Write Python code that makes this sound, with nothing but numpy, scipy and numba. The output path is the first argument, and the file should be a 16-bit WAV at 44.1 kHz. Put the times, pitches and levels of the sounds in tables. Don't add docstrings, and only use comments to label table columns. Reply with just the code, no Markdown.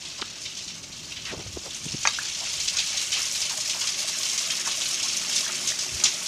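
import sys
import numpy as np
from scipy import signal
from scipy.fft import rfft, irfft
from scipy.io import wavfile
from scipy.ndimage import uniform_filter1d, minimum_filter1d
from numba import njit

SR = 44100
rng = np.random.default_rng(int(sys.argv[2]) if len(sys.argv) > 2 else 0)


def store_pcm(level_fs):
    pcm = np.round(np.clip(level_fs, -1, 1) * 32767).astype(np.int16)
    wavfile.write(sys.argv[1], SR, np.atleast_2d(pcm).T)


N = 276507
T = np.arange(N) / SR

# pitch_hz, relative_db
OUTDOOR_COLOUR = [(20, 1.5), (45, -6), (80, 0.5), (160, 1), (300, -6), (600, -19.5), (1500, -34),
                  (4000, -32)]
# time_s, rms_db
OUTDOOR_LEVEL = [(0, -54), (1.2, -48.5), (2.6, -54.5), (3.5, -55.5), (6.27, -62)]
# pitch_hz, width_hz, relative_db
BASIN_MODES = [(144.8, 3.7, 5.5), (182.4, 11, 2.5), (227, 18, 2), (292, 56, -3), (359.6, 7.6, 4.5),
               (519, 25, -7), (620, 9.7, -14)]
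# time_s, gain_db
BOOM_LEVEL = [(0, -56.5), (2.2, -58), (3.2, -58.5), (4.5, -52), (5.7, -48), (6.27, -51.5)]
# centre_s, peak_db, pitch_hz, rub_duration_s
THUMPS = [(0.199, -30.5, 930, 0.013), (0.223, -29.5, 310, 0.0081), (1.3, -26, 2100, 0.037),
          (1.338, -25.5, 400, 0.018), (1.4, -30, 400, 0.029), (1.465, -35, 634, 0.0031),
          (1.572, -24, 330, 0.0044), (1.665, -32, 540, 0.021), (1.868, -27, 143, 0.02),
          (1.946, -23, 137, 0.0076), (5.954, -33, 86, 0.038)]
# start_s, length_s, middle_peak_db
FIDGETS = [(1.299, 0.3, -37), (1.848, .16, -40.5), (2.501, .32, -48)]
# start_s, peak_db (before echo and limiter), hardness_hz, case_ring_db
KNOCKS = [(2.0525, -9, 2100, -6), (2.0728, -1, 8500, 1), (2.217, -27, 3000, -3)]
# pitch_hz, relative_db, t60_s
CASE_MODES = [(530, -24, 0.021), (840, -2.5, 0.011), (1196, 3.5, 0.016), (1654, -0.5, 0.08),
              (2060, 8, 0.014), (2490, 10, 0.019), (3220, 3.5, 0.018), (3780, -5, 0.11), (4600, 7, 0.034),
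              (5250, -13, 0.016), (5740, 9, 0.007), (6490, 13, 0.011)]
# start_s, peak_db (before the low-pass), centre_hz
TICKS = [(0.214, -18, 4500), (0.2184, -14.5, 3800), (0.2244, -20, 1150), (0.2273, -20.5, 3000),
         (2.682, -8.5, 5160), (2.6867, -9.5, 4150), (5.3612, -14, 6100)]
# start_s, peak_db (before echo), starting_pitch_hz
DRIPS = [(2.187, -20.5, 1336), (5.464, -28.5, 1424), (5.72, -28.5, 1570)]
# time_s, share_inside (0-1)
INSIDE = [(0, 0.18), (1.8, 0.35), (2.4, 0.38), (3.4, 0.92), (6.2, 1.0)]
# pitch_hz, relative_db
CHURN_COLOUR = [(150, -14), (370, -5), (470, -8.5), (600, 1.5), (720, -4.5), (950, -6), (1100, 2.5),
                (1600, -1.5), (2400, 0), (3500, -3), (6000, -38)]
# start_s, level_db (before gain and echo), lowest_pitch_hz
GULPS = [(2.405, -32.5, 615), (2.74, -30, 1300), (3.16, -27.5, 1070), (3.508, -29.5, 860),
         (3.745, -31, 940), (3.81, -29, 990), (4.5, -29.5, 1000), (4.65, -24.5, 960), (5.029, -34, 810),
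         (5.465, -26.5, 1120), (6.026, -26, 905)]
# start_s, level_db (before echo and tone), centre_hz, duration_s
SPLASHES = [(0.453, -30.5, 3320, .016), (0.568, -32, 4500, 0.019), (0.678, -33, 4680, 0.014),
            (1.119, -30.5, 3140, 0.0068), (1.164, -30.5, 3000, 0.013), (1.253, -28.5, 2840, .007),
            (1.921, -30, 6200, 0.0049), (2.03, -26.5, 6100, 0.011), (2.496, -32, 4950, .008),
            (2.6, -22, 4900, .007), (2.677, -22.5, 4300, 0.009), (2.768, -21, 5700, 0.0052),
            (2.785, -18, 3800, 0.0088), (2.971, -21, 4740, .008), (3.123, -22, 3530, .028),
            (3.417, -24.5, 4170, 0.0071), (3.696, -22, 4800, 0.0091), (3.812, -23.5, 3620, .006),
            (3.872, -20.5, 4300, 0.0073), (4.378, -19.5, 4900, 0.0064), (4.503, -21, 2830, 0.01),
            (4.675, -27, 4330, .01), (4.857, -21, 4550, 0.0043), (5.082, -24.5, 5500, .012),
            (5.295, -24, 4740, 0.004), (5.327, -24, 6550, .013), (5.36, -20, 6000, .008),
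            (5.674, -19.5, 6200, 0.003), (5.685, -21.5, 4000, 0.0085), (5.789, -22.5, 5130, 0.0056),
            (6.038, -13, 6450, 0.0052), (6.054, -15.5, 3760, 0.0087)]
# time_s, level_db
WATER_LEVEL = [(0.0, -38), (0.54, -38.5), (0.86, -40), (1.53, -39.5), (2.06, -32.5), (2.18, -30.5),
               (3.11, -29), (3.35, -29.5), (5.46, -28), (5.76, -31.5), (6.27, -30)]
# pitch_hz, relative_db
ROAD_COLOUR = [(300, -16), (900, -12), (1800, -8), (2700, 2), (4200, 3), (6300, 6.5), (7800, -2),
               (10000, -13), (15000, -31)]
# pitch_hz, relative_db
BASIN_COLOUR = [(300, -26), (900, -19), (1800, -8), (2700, 0.5), (4200, 1), (5200, 5), (6400, 7.5),
                (7500, 1.5), (10000, -6), (15000, -20.5)]

SPRAY_DB, SLUG_DB = -1.88, -0.1
CHURN_DB, SLAB_DB = -46, 13
TOP_HZ = 15300


def undb(db):
    return 10 ** (np.asarray(db) / 20)


def unit(x):
    return x / np.sqrt(np.mean(x ** 2) + 1e-20)


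def at(rows, s):
    return np.interp(s, *np.transpose(rows))


def curve(rows):
    return at(rows, T)


def wander(hz):
    return np.interp(T * hz, np.arange(8192), rng.uniform(-2, 2, 8192))


def add(out, s, x):
    i = max(int(s * SR), 0)
    out[i:i + len(x)] += x[:max(N - i, 0)]


def add_peak(out, s, x, db):
    add(out, s, undb(db) * x / np.abs(x).max())


def band(x, hz, width_hz):
    hz = min(hz, .45 * SR)
    b, a = signal.iirpeak(hz, hz / min(width_hz, SR / 4), fs=SR)
    return signal.lfilter(b, a, x)


def colour(x, points, size=4096):
    hz, db = np.transpose(points)
    bins_hz = np.arange(size // 2 + 1) * SR / size
    gain = undb(np.interp(np.log(bins_hz + 1), np.log(hz), db))
    cepstrum = irfft(np.log(unit(gain)))
    cepstrum[1:size // 2] *= 2
    cepstrum[size // 2 + 1:] = 0
    response = irfft(np.exp(rfft(cepstrum)))
    return signal.fftconvolve(x, response)[:len(x)]


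@njit
def grains(times, hz, cycles, size, glide):
    out = np.zeros(N)
    for k in range(len(times)):
        start, length = int(times[k] * SR), int(cycles[k] * SR / hz[k]) + 2
        step = 2 * np.pi * hz[k] / SR
        phasor = size[k] * np.sqrt(24 / length) + 0j
        turn = np.exp(1j * step - 6 / length)
        bend = np.exp(1j * step * glide / length)
        for i in range(max(start, 0), min(start + length, N)):
            phasor *= turn
            turn *= bend
            out[i] += phasor.imag
    return out


def sizes(chance, spread_db):
    return undb(-spread_db * np.log(chance + .02))


def basin(x, early_t60, late_t60, early_db, late_db, damp_hz=6000, count=9, hop_hz=50):
    t, out = T[:SR // 2], 0
    spots = np.array([wander(min(hop_hz, 1200)) for _ in range(count)])
    for share in spots / np.linalg.norm(spots, axis=0):
        early, late = rng.standard_normal((2, len(t))) * (t > .001)
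        early = early * undb(-60 * t / early_t60)
        late = late * undb(-60 * t / late_t60)
        late = signal.lfilter(*signal.butter(1, min(damp_hz, SR / 3), fs=SR), late)
        early = undb(early_db) * early / np.linalg.norm(early)
        late = undb(late_db) * late / np.linalg.norm(late)
        out = out + signal.oaconvolve(x * share, early + late)[:N]
    return (x + out) / np.sqrt(1 + undb(2 * early_db) + undb(2 * late_db))


def outdoors():
    rumble = colour(rng.standard_normal(N), OUTDOOR_COLOUR)
    return unit(rumble) * undb(curve(OUTDOOR_LEVEL))


def boom():
    drive = rng.standard_normal(N)
    hum = sum(undb(db) * band(drive, hz, width) for hz, width, db in BASIN_MODES)
    return unit(hum) * undb(curve(BOOM_LEVEL))


def fidgets(count=7, centre_hz=88, octaves=0.32, scatter_db=3, duration_s=0.022):
    rows = []
    for start, length, db in FIDGETS:
        for k, (late, size, pitch) in enumerate(rng.uniform(-1, 1, (count, 3))):
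            s = start + length * (k + .5 + .5 * late) / count
            hz = centre_hz * 2 ** (octaves * pitch)
            rows.append((s, db + scatter_db * size, hz, duration_s))
    return rows


def thumps(cycles=1.0, rub_db=0):
    out, t = np.zeros(N), T[:SR // 4] - T[SR // 8]
    for s, db, hz, duration in np.vstack([THUMPS, fidgets()]):
        push = np.sin(2 * np.pi * hz * t) * np.exp(-(hz * t / cycles) ** 2)
        rub = band(band(rng.standard_normal(len(t)), hz, 1.3 * hz), hz, 1.3 * hz)
        rub = rub * np.exp(-(t / duration) ** 2)
        x = push + undb(rub_db) * rub / np.abs(rub).max()
        add_peak(out, s + t[0], x, db)
    return out


def knocks(grit_db=-20, grit_s=0.0018, crack_db=2, crack_s=0.017):
    out, t, ring = np.zeros(N), T[:SR // 8], 0
    for k, (hz, db, t60) in enumerate(CASE_MODES):
        ring = ring + (-1) ** k * undb(db - 60 * t / t60) * np.sin(2 * np.pi * hz * t)
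    for s, db, hard_hz, ring_db in KNOCKS:
        grit, crack = rng.standard_normal((2, len(t)))
        push = signal.unit_impulse(len(t)) + undb(grit_db) * grit * np.exp(-t / grit_s)
        case = undb(ring_db) * signal.fftconvolve(push, ring)[:len(t)]
        crack = undb(crack_db) * band(crack, 2700, 4400) * np.exp(-t / crack_s)
        x = signal.lfilter(*signal.butter(4, min(hard_hz, SR / 3), fs=SR), case + crack)
        add_peak(out, s, x, db)
    return out


def ticks(width=0.58, grit_db=-15, grit_s=0.0023):
    out, t = np.zeros(N), T[:SR // 40]
    for s, db, hz in TICKS:
        grit = rng.standard_normal(len(t)) * np.exp(-t / grit_s)
        push = signal.unit_impulse(len(t)) + undb(grit_db) * grit
        x = band(band(push, hz, width * hz), hz, 2 * width * hz)
        add_peak(out, s, x, db)
    return signal.sosfilt(signal.butter(4, 8000, fs=SR, output="sos"), out)


def drips(rise=0.32, rise_s=0.0029, attack_s=0.00018, decay_s=0.005):
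    out, t = np.zeros(N), T[:SR // 16]
    for s, db, hz in DRIPS:
        pitch = hz * (1 + rise * (1 - np.exp(-t / rise_s)))
        phase = 2 * np.pi * np.cumsum(pitch) / SR
        x = np.sin(phase) * (1 - np.exp(-t / attack_s)) * np.exp(-t / decay_s)
        add_peak(out, s, x, db)
    return out


def churn(count=5000, low_hz=330, high_hz=2700, cycles=9, glide=0.46):
    when, pitch, ring, size = rng.random((count, 4)).T
    hz = low_hz + pitch * (high_hz - low_hz)
    x = grains(when * N / SR, hz, cycles * (.5 + ring), sizes(size, 3.5), glide)
    return unit(colour(x, CHURN_COLOUR)) * undb(CHURN_DB - SLAB_DB * (1 - curve(INSIDE)))


def gulps(count=20, octaves=1.0, duration=0.037, cycles=11, gain_db=6):
    s, db, hz = np.repeat(GULPS, count, axis=0).T
    delay, pitch, size = rng.random((len(s), 3)).T
    bubble_hz = hz * 2 ** (octaves * pitch)
    strength = undb(db + gain_db) * (.5 + size)
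    return grains(s + duration * delay, bubble_hz, np.full(len(s), 1. * cycles), strength, 0.23)


def slugs(count=80, scatter_db=5.0, centre_hz=4900, octaves=0.65, duration_s=.009):
    late, size, pitch, length = rng.uniform(-1, 1, (count, 4)).T
    s = (np.arange(count) + .5 + .5 * late) / count * N / SR
    db = at(WATER_LEVEL, s) + SLUG_DB + scatter_db * size
    return np.transpose([s, db, centre_hz * 2 ** (octaves * pitch), duration_s * 2 ** (.5 * length)])


def splashes(count=220, octaves=0.5, cycles=5.1, spread_db=2.0, glide=0.057,
             slap_db=2.0, sink_octaves=0.2, smear=.12):
    rows = []
    for s, db, hz, duration in np.vstack([slugs(), SPLASHES]):
        order, ring, size = rng.random((3, count))
        delay = -duration * np.log(1 - .97 * order)
        size = sizes(size, spread_db) * undb(slap_db * np.exp(-delay / .004))
        delay = delay + smear * duration * rng.standard_normal(count)
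        shift = octaves * rng.standard_normal(count) + sink_octaves * (.5 - order)
        pitch = np.clip(hz * 2 ** shift, 300, 18000)
        strength = undb(db) * np.sqrt(duration * SR / 2)
        size = strength * size / np.linalg.norm(size)
        rows.append([s + delay, pitch, 2 - cycles * np.log(ring), size])
    return grains(*np.hstack(rows), glide)


def spray(count=22000, spread_db=3.5, cycles=4.5, glide=0.36,
          surge_db=1.47, surge_hz=90, tilt_db=1.63, tilt_hz=22):
    when, pitch, ring, size = rng.random((count, 4)).T
    hz = 500 + pitch * 15000
    fineness = wander(tilt_hz)[(when * N).astype(int)] * np.clip(np.log2(hz / 4500), -1, 1)
    strength = sizes(size, spread_db) * undb(tilt_db * fineness)
    x = grains(when * N / SR, hz, 2 - cycles * np.log(ring), strength, glide)
    surging = x * undb(surge_db * wander(surge_hz))
    return unit(surging) * undb(curve(WATER_LEVEL) + SPRAY_DB)


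def scene(close_wet_db=-13):
    water = basin(spray() + splashes(), early_t60=0.024, late_t60=0.34,
                  early_db=-1.0, late_db=-4.5, hop_hz=260.15)
    inside = np.clip(curve(INSIDE), 0, 1)
    water = (1 - inside) * colour(water, ROAD_COLOUR) + inside * colour(water, BASIN_COLOUR)
    pool = basin(churn() + gulps(), early_t60=0.031, late_t60=0.16, early_db=3.5, late_db=-4.0, count=2)
    close = ticks() + knocks() + drips()
    echoes = basin(close, early_t60=0.11, late_t60=0.18, early_db=-35, late_db=0, count=2)
    close = close + undb(close_wet_db) * echoes
    return (water + pool + boom() + close + thumps() + outdoors())[None]


def record(dry, low_cut_hz=36):
    dry = signal.sosfilt(signal.butter(2, low_cut_hz, "high", fs=SR, output="sos"), dry)
    allowed = np.minimum(1, .8 / (np.abs(dry) + 1e-9))
    gain = uniform_filter1d(minimum_filter1d(allowed, size=129), size=129)
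    return signal.sosfilt(signal.ellip(10, .2, 70, TOP_HZ, fs=SR, output="sos"), dry * gain)


dry = scene()
out = record(dry)
store_pcm(out)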